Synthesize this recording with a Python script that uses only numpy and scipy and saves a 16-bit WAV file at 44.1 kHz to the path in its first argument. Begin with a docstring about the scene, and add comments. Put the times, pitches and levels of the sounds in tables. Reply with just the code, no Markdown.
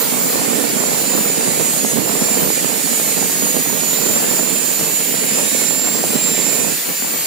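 """A high motor whine sings over gear roar and fan hiss: a clamped electric drill spins a cloth
polishing mop against a steel blade, close to a two-port microphone. The pitch sags under load when
the blade is pressed on the mop, and the turning blade reflects the whine unevenly to the two ports.
Turbulent air thrown off by the drill buffets both with rumble, thumps and flutters, the right one
harder until it comes into shelter near the end."""
import sys
import numpy as np
from scipy import signal
from scipy.fft import rfft, irfft, next_fast_len
from scipy.io import wavfile
from scipy.ndimage import uniform_filter1d, map_coordinates

SR = 44100
rng = np.random.default_rng(int(sys.argv[2]) if len(sys.argv) > 2 else 0)


def log_audio(samples):
    """Write samples as a 16-bit WAV file to the path given in sys.argv[1]."""
    # one column per channel
    frames = np.atleast_2d(samples).T
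    # limit to full scale, then quantise
    limited = np.clip(frames, -1, 1)
    pcm = np.round(limited * 32767).astype(np.int16)
    wavfile.write(sys.argv[1], SR, pcm)


N = 320166

# Motor speed, sagging under the blade's load. Each row: time in seconds, whine pitch in Hz.
MOTOR_PITCH = [(0.0, 7165), (0.19, 7135), (0.49, 7220), (0.89, 7204), (1.06, 7150), (1.27, 7160),
               (1.45, 7072), (1.59, 7098), (1.72, 7078), (1.8, 6970), (1.866, 6640), (1.89, 6620),
               (2.0, 7050), (2.07, 7180), (2.22, 7200), (2.37, 7150), (2.58, 7064), (2.8, 7068),
               (2.96, 7040), (3.332, 7034), (3.365, 6880), (3.45, 6805), (3.47, 6740), (3.54, 6925),
               (3.6, 6920), (3.635, 6848), (3.68, 6908), (3.73, 6862), (3.76, 6868), (3.84, 6945),
               (3.9, 7055), (3.96, 7140), (4.01, 7184), (4.11, 7180), (4.22, 7204), (4.42, 7146),
               (4.65, 7192), (4.76, 7114), (4.96, 7086), (5.18, 7204), (5.36, 7218), (5.54, 7204),
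               (5.7, 7238), (5.92, 7370), (6.14, 7412), (6.42, 7292), (6.53, 7268), (6.77, 7116),
               (6.95, 7146), (7.12, 7136), (7.26, 7084)]
def motor_phase():
    """Phase is the integral of frequency; the rotor's inertia rounds every change of speed."""
    pitch = uniform_filter1d(curves(MOTOR_PITCH)[0], size=1000)
    return 2 * np.pi * np.cumsum(pitch) / SR


# The whine's fundamental. Each row: time in seconds, left and right level in dB.
WHINE_LEVEL = [(0.0, -28.0, -26.0), (0.1, -29.0, -24), (0.27, -26, -20.5), (0.34, -32.5, -20.5),
               (0.5, -25, -20.0), (0.66, -35, -20), (0.74, -45.0, -23), (0.86, -45.0, -19),
               (0.9, -44.5, -23), (0.96, -35, -21), (1.29, -23, -17), (1.38, -28, -21), (1.66, -25, -17.5),
               (1.78, -30, -17.5), (1.87, -22, -28), (2.05, -38, -19), (2.11, -31, -21),
               (2.19, -24.5, -21.5), (2.36, -34.0, -14), (2.45, -31.5, -26), (2.53, -30.0, -14.5),
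               (2.62, -29, -21.0), (2.87, -38, -21), (2.92, -42.5, -17.5), (3.08, -32, -18),
               (3.3, -28, -20.5), (3.4, -28, -22), (3.48, -27, -20), (3.56, -27, -24), (3.75, -30.5, -22),
               (3.81, -31, -20), (3.87, -37, -18.5), (4.08, -27, -18), (4.55, -55, -16.0),
               (4.7, -33.5, -18), (4.78, -48, -20.5), (4.96, -25, -16.5), (5.16, -39, -20.0),
               (5.39, -26.5, -17), (5.45, -24.5, -18.5), (5.54, -34.0, -16), (5.87, -24.5, -16),
               (6.07, -36.0, -24), (6.14, -26, -22), (6.31, -21, -14.5), (6.6, -40, -15.5),
               (6.67, -41.5, -19), (6.79, -28, -28), (6.9, -39, -32), (7.01, -24, -23), (7.15, -30, -26),
               (7.26, -25, -22)]
# Its octave. Each row: time in seconds, left and right level in dB.
OCTAVE_LEVEL = [(0.0, -30, -19), (0.35, -24.5, -24.5), (0.51, -31.5, -23.5), (0.73, -24.0, -24),
                (0.93, -28.5, -21), (1.0, -23.5, -25.0), (1.09, -29.5, -23.0), (1.22, -23.0, -24),
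                (1.45, -25, -26), (1.52, -36, -36), (1.63, -24, -38.5), (1.71, -29, -27), (2.44, -24, -24),
                (2.55, -27.0, -26), (2.85, -30.5, -25), (2.97, -27, -27), (3.29, -26, -27),
                (3.58, -29, -27), (3.69, -35, -22), (3.88, -27, -27), (4.02, -28.0, -21), (4.17, -25, -27),
                (4.38, -24, -26), (4.66, -34.5, -26.0), (4.77, -28, -27), (4.88, -27, -29.5),
                (5.06, -32.5, -27.0), (5.3, -27, -33), (5.38, -27, -45.0), (5.45, -30.0, -45.0),
                (5.49, -29, -36.0), (5.79, -27.5, -27.0), (5.87, -29.0, -36.0), (5.93, -30.5, -26),
                (6.14, -28.5, -35.0), (6.22, -35.5, -29.0), (6.34, -36.5, -27.0), (6.4, -30.5, -28.0),
                (6.49, -34.5, -33.0), (6.56, -32.5, -25.0), (6.64, -28.5, -30.5), (6.88, -28, -27.0),
                (6.98, -31.5, -30.5), (7.14, -25, -25.0), (7.26, -28.0, -26.5)]
# Phase lead of the right port. 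Each row: time in seconds, whine and octave lead in radians.
RIGHT_LEAD = [(0.0, 2.6, 2), (0.85, 2.4, 2.1), (1.0, 4.1, 2), (1.35, 4.1, 2.2), (1.5, 2.9, 2.4),
              (1.76, 3.1, 1.3), (1.87, 5.2, 1.6), (2.0, 3.4, 1.1), (2.2, 0.5, 2.1), (2.4, 3.1, 1.4),
              (3.4, 3.4, 1.2), (3.8, 3.8, 0.5), (3.9, 7.3, 0.7), (4.4, 5, 1.3), (4.9, 2.6, 0),
              (5.2, 5.8, -0.3), (5.9, 6.8, 0.3), (6.6, 6.3, 0.6), (6.8, 3.8, .6), (6.92, 7.2, 1.4),
              (7.12, 7.3, 1.2), (7.26, 8.8, 1)]
def whine(phase):
    """Reflection off the moving blade changes the path to each port, shifting level and phase."""
    whine_lead, octave_lead = curves(RIGHT_LEAD) + [[.4], [.25]] * wobble(5.8)
    whine_db = curves(WHINE_LEVEL) - 0.44 * wobble(11)  # the tones waver as the hands move
    octave_db = curves(OCTAVE_LEVEL) + 2 * wobble(11)
    fundamental = tone(whine_db + 1.6 * wobble(30), phase + [[0], [1]] * whine_lead)
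    octave = tone(octave_db + 1.6 * wobble(30), 2 * phase + [[0], [1]] * octave_lead)
    return fundamental + octave


# Weaker rotor and gear tones. Each row: multiple of the whine's pitch, left and right level in dB.
ROTOR_ORDERS = [(0.125, -53, -55), (0.25, -47, -48), (0.3225, -44, -49), (0.645, -49, -44),
                (0.75, -53, -52), (0.875, -47, -46), (0.897, -52, -51), (0.9675, -53, -41),
                (1.176, -53, -46), (1.2195, -49, -45), (1.29, -52, -45), (1.4275, -53, -45),
                (1.5, -46, -48)]
# The gear tone just above the whine. Each row: time in seconds, left and right level in dB.
GEAR_TONE_LEVEL = [(0, -48, -40), (1.3, -47, -41), (1.6, -45, -26), (2.1, -47, -42), (2.6, -44, -31),
                   (3.35, -43, -32), (3.6, -51, -42), (5, -48, -43), (7.26, -48, -44)]
def rotor_and_gear_tones(phase, gear_order=1.1975):
    """Parts geared together vibrate at constant multiples, or orders, of the motor's speed."""
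    tones = np.zeros((2, N))
    for order, *db in ROTOR_ORDERS:
        level_db = np.array(db)[:, None] + 2.2 * wobble(3.5)
        tones += tone(level_db, order * phase + 1.4 * wobble(1.49))
    gear_db = curves(GEAR_TONE_LEVEL) + 1.9 * wobble(5.05)
    return tones + tone(gear_db, gear_order * phase + 0.85 * wobble(1.66))


# The aliased harmonic, which comes and goes. Each row: time in seconds, level in dB.
ALIAS_LEVEL = [(0, -46), (.18, -39), (.33, -48), (.5, -42), (.85, -39), (1, -52), (1.33, -50), (1.42, -41),
               (1.68, -40), (1.8, -54), (2.1, -52), (2.23, -41), (2.4, -52), (2.78, -50), (2.86, -41),
               (3.02, -38), (3.12, -52), (3.95, -52), (4.15, -41), (4.35, -48), (4.55, -43), (4.75, -52),
               (5.4, -50), (5.6, -42), (6.1, -42), (6.4, -47), (6.7, -46), (6.9, -39), (7.1, -40),
               (7.26, -48)]
def aliased_harmonic(phase, converter_hz=48000):
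    """Aliasing: harmonic five exceeds half the converter's rate and folds down, rising as the whine sags."""
    folded_phase = 2 * np.pi * converter_hz * np.arange(N) / SR - 5 * phase
    return tone(curves(ALIAS_LEVEL) + 1.5 * wobble(9.9), folded_phase)


# Machine noise as the blade is turned. Each row: time in seconds, base level of roar and of hiss in dB.
NOISE_LEVEL = [(0.0, -27.5, -26.5), (0.3, -28.5, -25.5), (0.9, -27.5, -26), (1.27, -28, -26),
               (1.6, -27, -25), (1.87, -28, -25), (2.04, -28.5, -27.5), (2.25, -27.5, -25),
               (2.7, -27.5, -25.5), (3.05, -27, -24), (3.6, -28, -24), (3.96, -28, -26), (4.22, -26.5, -25),
               (4.47, -28.5, -25.5), (4.9, -27.5, -25), (5.49, -25.5, -23), (5.74, -27.5, -25.5),
               (5.96, -28, -27.5), (6.12, -26.5, -24.5), (6.26, -27, -26), (6.7, -27.5, -24.5),
               (7.26, -28, -26)]
# Spectrum of the gear roar. 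Each row: frequency in Hz, left and right relative gain in dB.
ROAR_SPECTRUM = [(300, -38, -26), (870, -21, -17), (1530, -4, -5.5), (1740, -0.5, 0), (2060, 1, -0.5),
                 (2520, 0.5, 2), (3100, 1, -2.5), (3520, -1.5, -2), (4100, -1, 3.5), (4960, 1, 0),
                 (5900, -7, 2), (6740, -6, -9), (8100, -22.5, -12.5)]
# Spectrum of the fan hiss. Each row: frequency in Hz, left and right relative gain in dB.
HISS_SPECTRUM = [(4530, -24, -38.5), (5780, -9, -9.5), (6740, 2, 2), (6620, 2.5, 6), (7620, 0, 2.5),
                 (8300, -2, 1.5), (9000, 1.5, 1), (9750, 4, 0), (10640, -2, 1.5), (11700, -1, -3.5),
                 (12700, -1.5, -4.5), (13500, -2, -5.5), (14300, 0.5, -1.5), (15500, -7, -8),
                 (17000, -19, -12)]
def gear_roar_and_fan_hiss():
    """Broadband noise from gears and cooling fan is stronger at the right port, which faces the drill."""
    roar_db, hiss_db = curves(NOISE_LEVEL)
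    shake_db = 0.36 * wobble(9, channels=1)  # unsteady hands move both levels together
    roar_gain = amp(roar_db + [[0], [3]] + shelter(-1) + 0.33 * wobble(4.7) + shake_db)
    hiss_gain = amp(hiss_db + [[1.8], [6]] + shelter(-3.5) + 0.52 * wobble(6.2) + shake_db)
    roar = roar_gain * textured_noise(ROAR_SPECTRUM, correlation=0.34, patch_db=0.27, rib_db=2.5)
    hiss = hiss_gain * textured_noise(HISS_SPECTRUM, correlation=0.033, patch_db=1.3, rib_db=1.5)
    return roar + hiss


# The machine's rush. Each row: time in seconds, level in dB.
RUSH_LEVEL = [(0, -31), (.7, -36.5), (1.4, -37), (2.1, -42), (2.7, -38), (3.5, -46), (4.4, -36.5),
              (5.2, -48), (6, -54), (6.6, -41), (6.85, -38.5), (7.26, -38)]
# Its spectrum. Each row: frequency in Hz, left and right relative gain in dB.
RUSH_SPECTRUM = [(150, -31, -29), (400, 3, -12), (800, -2, -2), (1420, -9, -2.5), (2200, -14, -19),
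                 (8000, -48, -54)]
def machine_rush():
    """A band of noise in the lower midrange swells and ebbs by slow amplitude modulation."""
    noise = textured_noise(RUSH_SPECTRUM, correlation=0.4, patch_db=2.3, rib_db=2.5)
    return amp(curves(RUSH_LEVEL)) * noise


# The steady stream of air on the right port. Each row: time in seconds, level in dB.
RIGHT_STREAM = [(0.0, -21), (0.3, -20.5), (0.37, -18.5), (0.5, -18.5), (0.6, -17.5), (0.74, -18),
                (0.8, -20), (1.08, -20), (1.17, -18.5), (1.23, -21), (1.62, -19), (1.71, -21), (1.91, -21),
                (1.98, -15), (2.05, -19), (2.3, -20.5), (2.48, -19), (2.55, -24.5), (2.63, -20),
                (2.76, -22.5), (3.22, -21.5), (3.38, -24), (3.43, -19.5), (3.52, -22), (3.59, -20.5),
                (3.83, -20.5), (3.9, -22), (4.17, -19.5), (4.24, -21.5), (4.31, -18), (4.49, -23.5),
                (4.54, -18.5), (4.6, -25), (4.66, -20.5), (4.8, -25), (4.88, -21.5), (5.06, -23.5),
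                (5.15, -21.5), (5.22, -22), (5.38, -19), (5.52, -21.5), (5.555, -19), (5.59, -25),
                (5.63, -20), (5.69, -22), (5.74, -21), (5.79, -25), (5.84, -20), (5.92, -23), (5.96, -19),
                (6.01, -23.5), (6.12, -19.5), (6.22, -21), (6.31, -19.5), (6.35, -23), (6.39, -17),
                (6.44, -21), (6.49, -19.5), (6.72, -21.5), (7.26, -29)]
# Port response, with two cavity humps. Each row: frequency in Hz, left and right relative gain in dB.
PORT_SPECTRUM = [(20, -47, -48), (45.3, -48, -63), (93.4, -22.5, -21), (160.6, -1.5, -3.5), (244, 2, 2),
                 (370, -3, -4), (450, 1, 1), (602, -1.5, -7), (970, -13.5, -17.5), (1570, -12.5, -21),
                 (3000, -30.5, -26.5), (8000, -17, -35.5)]
def buffeting(calm_left_db=-38):
    """Turbulent pressure excites the port cavities: large eddies rumble, small ones flutter."""
    large, small = eddies(), eddies()
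    pressure = small + uniform_filter1d(large - small, size=60)  # lows from large, highs from small
    stream = unit(coloured(pressure, PORT_SPECTRUM))
    steady = amp([np.full(N, calm_left_db), curves(RIGHT_STREAM)[0]] + shelter(-16.5))
    unsteadiness = amp([[1.5], [.8]] * wobble(12) + 0.94 * wobble(36))
    return (steady + gusts()) * unsteadiness * stream


def eddies(sharp_per_s=60, sharp_db=4, sharp_s=0.0031, ceiling=2.9):
    """Turbulence is intermittent: noise comes in smooth lumps and sudden bursts of limited strength."""
    lumps = amp(0.7 * wobble(25) + 2.8 * wobble(160))
    arrivals = rng.random((2, N)) < sharp_per_s / SR
    window = np.hanning(round(sharp_s * SR))[None]
    bursts = amp(sharp_db) * signal.fftconvolve(arrivals, window, 'same', axes=1)
    return ceiling * np.tanh((lumps + bursts) / ceiling) * rng.standard_normal((2, N))


# Gusts on a sheltered port. 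Each row: start and length in seconds, port (0 left, 1 right), level in dB.
GUST_EVENTS = [(0.03, 0.4, 0, -30), (0.5, 0.097, 0, -33), (0.655, 0.28, 0, -27), (0.96, 0.064, 0, -21),
               (1.135, 0.34, 0, -26.5), (1.508, 0.36, 0, -31), (2.013, 0.51, 0, -26.5),
               (2.514, 0.15, 0, -38), (2.89, 0.25, 0, -31), (3.177, 0.19, 0, -27), (3.522, 0.11, 0, -32),
               (3.842, 0.16, 0, -27.5), (4.03, 0.42, 0, -23.5), (4.49, 0.13, 0, -35), (4.675, 0.13, 0, -33),
               (4.79, 0.091, 0, -24), (4.92, 0.051, 0, -25), (5.12, 0.2, 0, -33), (5.295, 0.13, 0, -24),
               (5.557, 0.11, 0, -26.5), (5.702, 0.12, 0, -38), (5.812, 0.12, 0, -25),
               (5.95, 0.22, 0, -28.5), (6.26, 0.043, 0, -18), (6.571, 0.074, 0, -19), (6.695, 0.14, 0, -32),
               (6.855, 0.085, 0, -22), (7.004, .26, 0, -28), (6.872, 0.066, 1, -26),
               (7.005, 0.082, 1, -24.5), (7.118, 0.046, 1, -19), (7.208, 0.043, 1, -26)]
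def gusts(edge_s=0.087):
    """The pressure envelope of each gust rises and falls as the square of a linear ramp."""
    envelope = np.zeros((2, N))
    for start, length, port, db in GUST_EVENTS:
        first = max(round((start - edge_s / 2) * SR), 0)
        last = min(round((start + length + edge_s / 2) * SR), N)
        t = np.arange(first, last) / SR
        ramp = np.clip(np.minimum(t - start, start + length - t) / edge_s + .5, 0, 1)
        envelope[round(port), first:last] += amp(db) * ramp ** 2
    return envelope


# Single strong eddies. Each row: time in seconds, port (0 left, 1 right), relative level in dB.
THUMP_EVENTS = [(.174, 1, 0), (.237, 0, -4), (.359, 1, 9.5), (0.384, 1, 3), (.416, 0, -2), (0.543, 1, -4),
                (.613, 1, 2), (0.805, 0, -3), (.84, 1, 8.5), (1.045, 1, 0), (1.152, 1, 2), (1.303, 1, 1),
                (1.376, 1, 1), (1.478, 1, 5), (1.6, 1, 2), (1.85, 1, 10), (2.098, 1, 3), (2.154, 1, 7),
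                (2.217, 1, 3), (2.432, 0, 1), (2.445, 1, -4), (2.456, 1, 1), (2.476, 1, 8), (2.505, 1, 6),
                (2.579, 1, 5), (2.647, 1, 8.5), (2.684, 1, 2), (2.933, 1, 3), (3.0, 1, 7), (3.229, 0, -4),
                (3.3, 1, 4.5), (3.425, 1, 5), (3.568, 1, 8.5), (3.836, 1, 7), (3.933, 1, 6), (4.063, 1, 4),
                (4.245, 0, 0.5), (4.312, 1, -3), (4.4, 1, 6), (4.435, 1, 4), (4.465, 1, 2), (4.556, 1, -3),
                (4.693, 1, -1), (4.816, 0, -5), (5.143, 1, 5.5), (5.387, 1, 6), (5.457, 1, 2),
                (5.552, 1, 3), (5.62, 1, 3), (5.71, 1, 7), (5.751, 1, 4), (5.797, 1, 0), (5.847, 1, -1),
                (5.889, 0, -1), (5.955, 1, -1), (6.107, 1, 5), (6.19, 1, 2), (6.282, 0, -9),
                (6.381, 1, 2.5), (6.466, 1, -1), (6.488, 1, 1.5), (6.557, 1, -1), (6.602, 0, -9),
                (6.649, 1, -1), (6.708, 1, -8), (7.025, 0, -2)]
# Their spectrum, crisper than the stream's. 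Each row: frequency in Hz, left and right gain in dB.
THUMP_SPECTRUM = [(20, -48, -45), (90.5, -20, -19), (234, 8, -0.5), (500, -1, 0), (980, -5, -11),
                  (1800, -9, -22), (4000, -33, -36)]
def thumps():
    """A strong eddy draws an impulse response from the port: a dip in pressure, then a push."""
    impulses = np.zeros((2, N))
    for time, port, db in THUMP_EVENTS:
        impulses[round(port), round((time - .0015) * SR)] = -amp(db + 19.0)
    return coloured(impulses, THUMP_SPECTRUM)


# Short flutters on the ports. Each row: centre in seconds, relative level in dB, pitch in Hz,
# left over right in dB, half-width in milliseconds.
FLUTTER_EVENTS = [(.418, -17, 770, -20, 1.6), (.918, -16, 680, -20, 1.6), (.948, -17.5, 890, -22, 1.6),
                  (1.001, -20, 760, -20, 1.6), (1.177, -22, 1150, -22, 1.5), (1.254, -19, 1340, 14, 1.4),
                  (1.266, -30, 650, -18, 1.6), (1.537, -23, 700, -20, 1.6), (1.849, -20, 620, -15, 1.3),
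                  (2.089, -25, 810, 14, 1.6), (2.196, -21, 710, -20, 1.6), (2.212, -19, 900, 14, 1.7),
                  (2.407, -18, 700, -20, 1.6), (2.503, -22, 883, -14, 1.6), (2.718, -20, 780, -20, 1.6),
                  (3.179, -20, 680, -21, 2), (3.227, -12.5, 770, -10, 1.9), (3.469, -20, 810, -22, 1.6),
                  (3.662, -19, 750, -20, 1.8), (3.701, -22, 900, -23, 2), (4.168, -22, 920, 14, 1.6),
                  (4.203, -17, 740, -20, 1.6), (4.229, -19, 780, 16, 1.6), (4.39, -20, 860, 14, 1.8),
                  (5.549, -14, 590, -13, 2.6), (5.796, -25, 620, -20, 1.6), (5.949, -22, 850, -22, 1.6),
                  (6.04, -8.5, 655, -19, 1.2), (6.351, -23, 650, -22, 1.8), (6.648, -22, 750, -20, 1.6),
                  (6.893, -42, 50, -13, 8), (7.047, -22, 810, 17, 1.6)]
def flutters():
    """Each flutter is a wave packet: a sine that swells and fades under a Gaussian envelope."""
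    out = np.zeros((2, N))
    t = np.arange(-SR // 50, SR // 50) / SR
    for centre, db, hz, pan_db, width_ms in FLUTTER_EVENTS:
        packet = np.exp(-(1e3 * t / width_ms) ** 2) * np.sin(2 * np.pi * hz * t)
        gain = amp(db - 5.5 + np.array([[pan_db], [-pan_db]]) / 2)
        first = round((centre + t[0]) * SR)
        out[:, first:first + len(t)] += gain * packet
    return out


def shelter(change_db, at_s=6.76, takes_s=0.077):
    """Shadowing: the level change in dB as the right port alone comes into shelter."""
    ramp = np.clip((np.arange(N) / SR - at_s) / takes_s + .5, 0, 1)
    return np.array([[0], [change_db]]) * ramp


def textured_noise(spectrum, correlation, patch_db, rib_db):
    """Partly coherent stereo noise of rms 1, with broad patches and narrow ribs of random gain."""
    common, opposed = rng.standard_normal((2, N))
    angle = np.arccos(correlation) / 2
    noise = np.cos(angle) * common + np.sin(angle) * np.array([opposed, -opposed])
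    cells = signal.stft(noise, nperseg=1024)[2]
    for depth_db, bins, frames in (patch_db, 12, 7), (rib_db, 2, 8):
        field = uniform_filter1d(rng.standard_normal(cells.shape[1:]), size=bins, axis=0)
        field = uniform_filter1d(field, size=frames, axis=1)
        cells *= amp(depth_db * field / field.std())
    return unit(coloured(signal.istft(cells, nperseg=1024)[1][:, :N], spectrum))


def coloured(x, spectrum):
    """Minimum-phase filtering of each channel by its column of (Hz, dB, dB) points."""
    size = 2 * next_fast_len(N // 2 + SR // 4)
    hz, *columns = np.transpose(spectrum)
    log_hz = np.log(np.fft.rfftfreq(size, 1 / SR) + 1)
    gain = amp([np.interp(log_hz, np.log(hz), db) for db in columns])
    cepstrum = irfft(np.log(gain), size)
    cepstrum[:, 1:size // 2] *= 2  # a one-sided cepstrum makes the filter causal
    cepstrum[:, size // 2 + 1:] = 0
    return irfft(rfft(x, size) * np.exp(rfft(cepstrum)), size)[:, :N]


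def wobble(rate, channels=2):
    """Smooth random modulation: a spline through rate knots a second."""
    knots = rng.standard_normal((channels, N // 100))
    return np.array([map_coordinates(k, [np.arange(N) * rate / SR]) for k in knots])


def curves(rows):
    """Linear interpolation, one value per sample, of each column after the time."""
    times, *columns = np.transpose(rows)
    return np.array([np.interp(np.arange(N) / SR, times, column) for column in columns])


def tone(db, phase):
    """A sinusoid whose rms level is db."""
    return np.sqrt(2) * amp(db) * np.sin(phase)


def amp(db):
    """Amplitude ratio of a level in dB."""
    return 10 ** (np.asarray(db) / 20)


def unit(x):
    """Each channel normalised to rms 1."""
    return x / np.sqrt(np.mean(x ** 2, axis=-1, keepdims=True))


def scene():
    """Superposition of the drill's tones, its noise and the moving air at the two ports."""
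    phase = motor_phase()
    tones = whine(phase) + rotor_and_gear_tones(phase) + aliased_harmonic(phase)
    return tones + gear_roar_and_fan_hiss() + machine_rush() + buffeting() + thumps() + flutters()


def record(dry, cutoff_hz=15750):
    """An ideal low-pass filter removes everything above the band limit."""
    size = next_fast_len(N + SR // 4)
    passband = np.fft.rfftfreq(size, 1 / SR) < cutoff_hz
    return irfft(rfft(dry, size) * passband, size)[:, :N]


dry = scene()
out = record(dry)
log_audio(out)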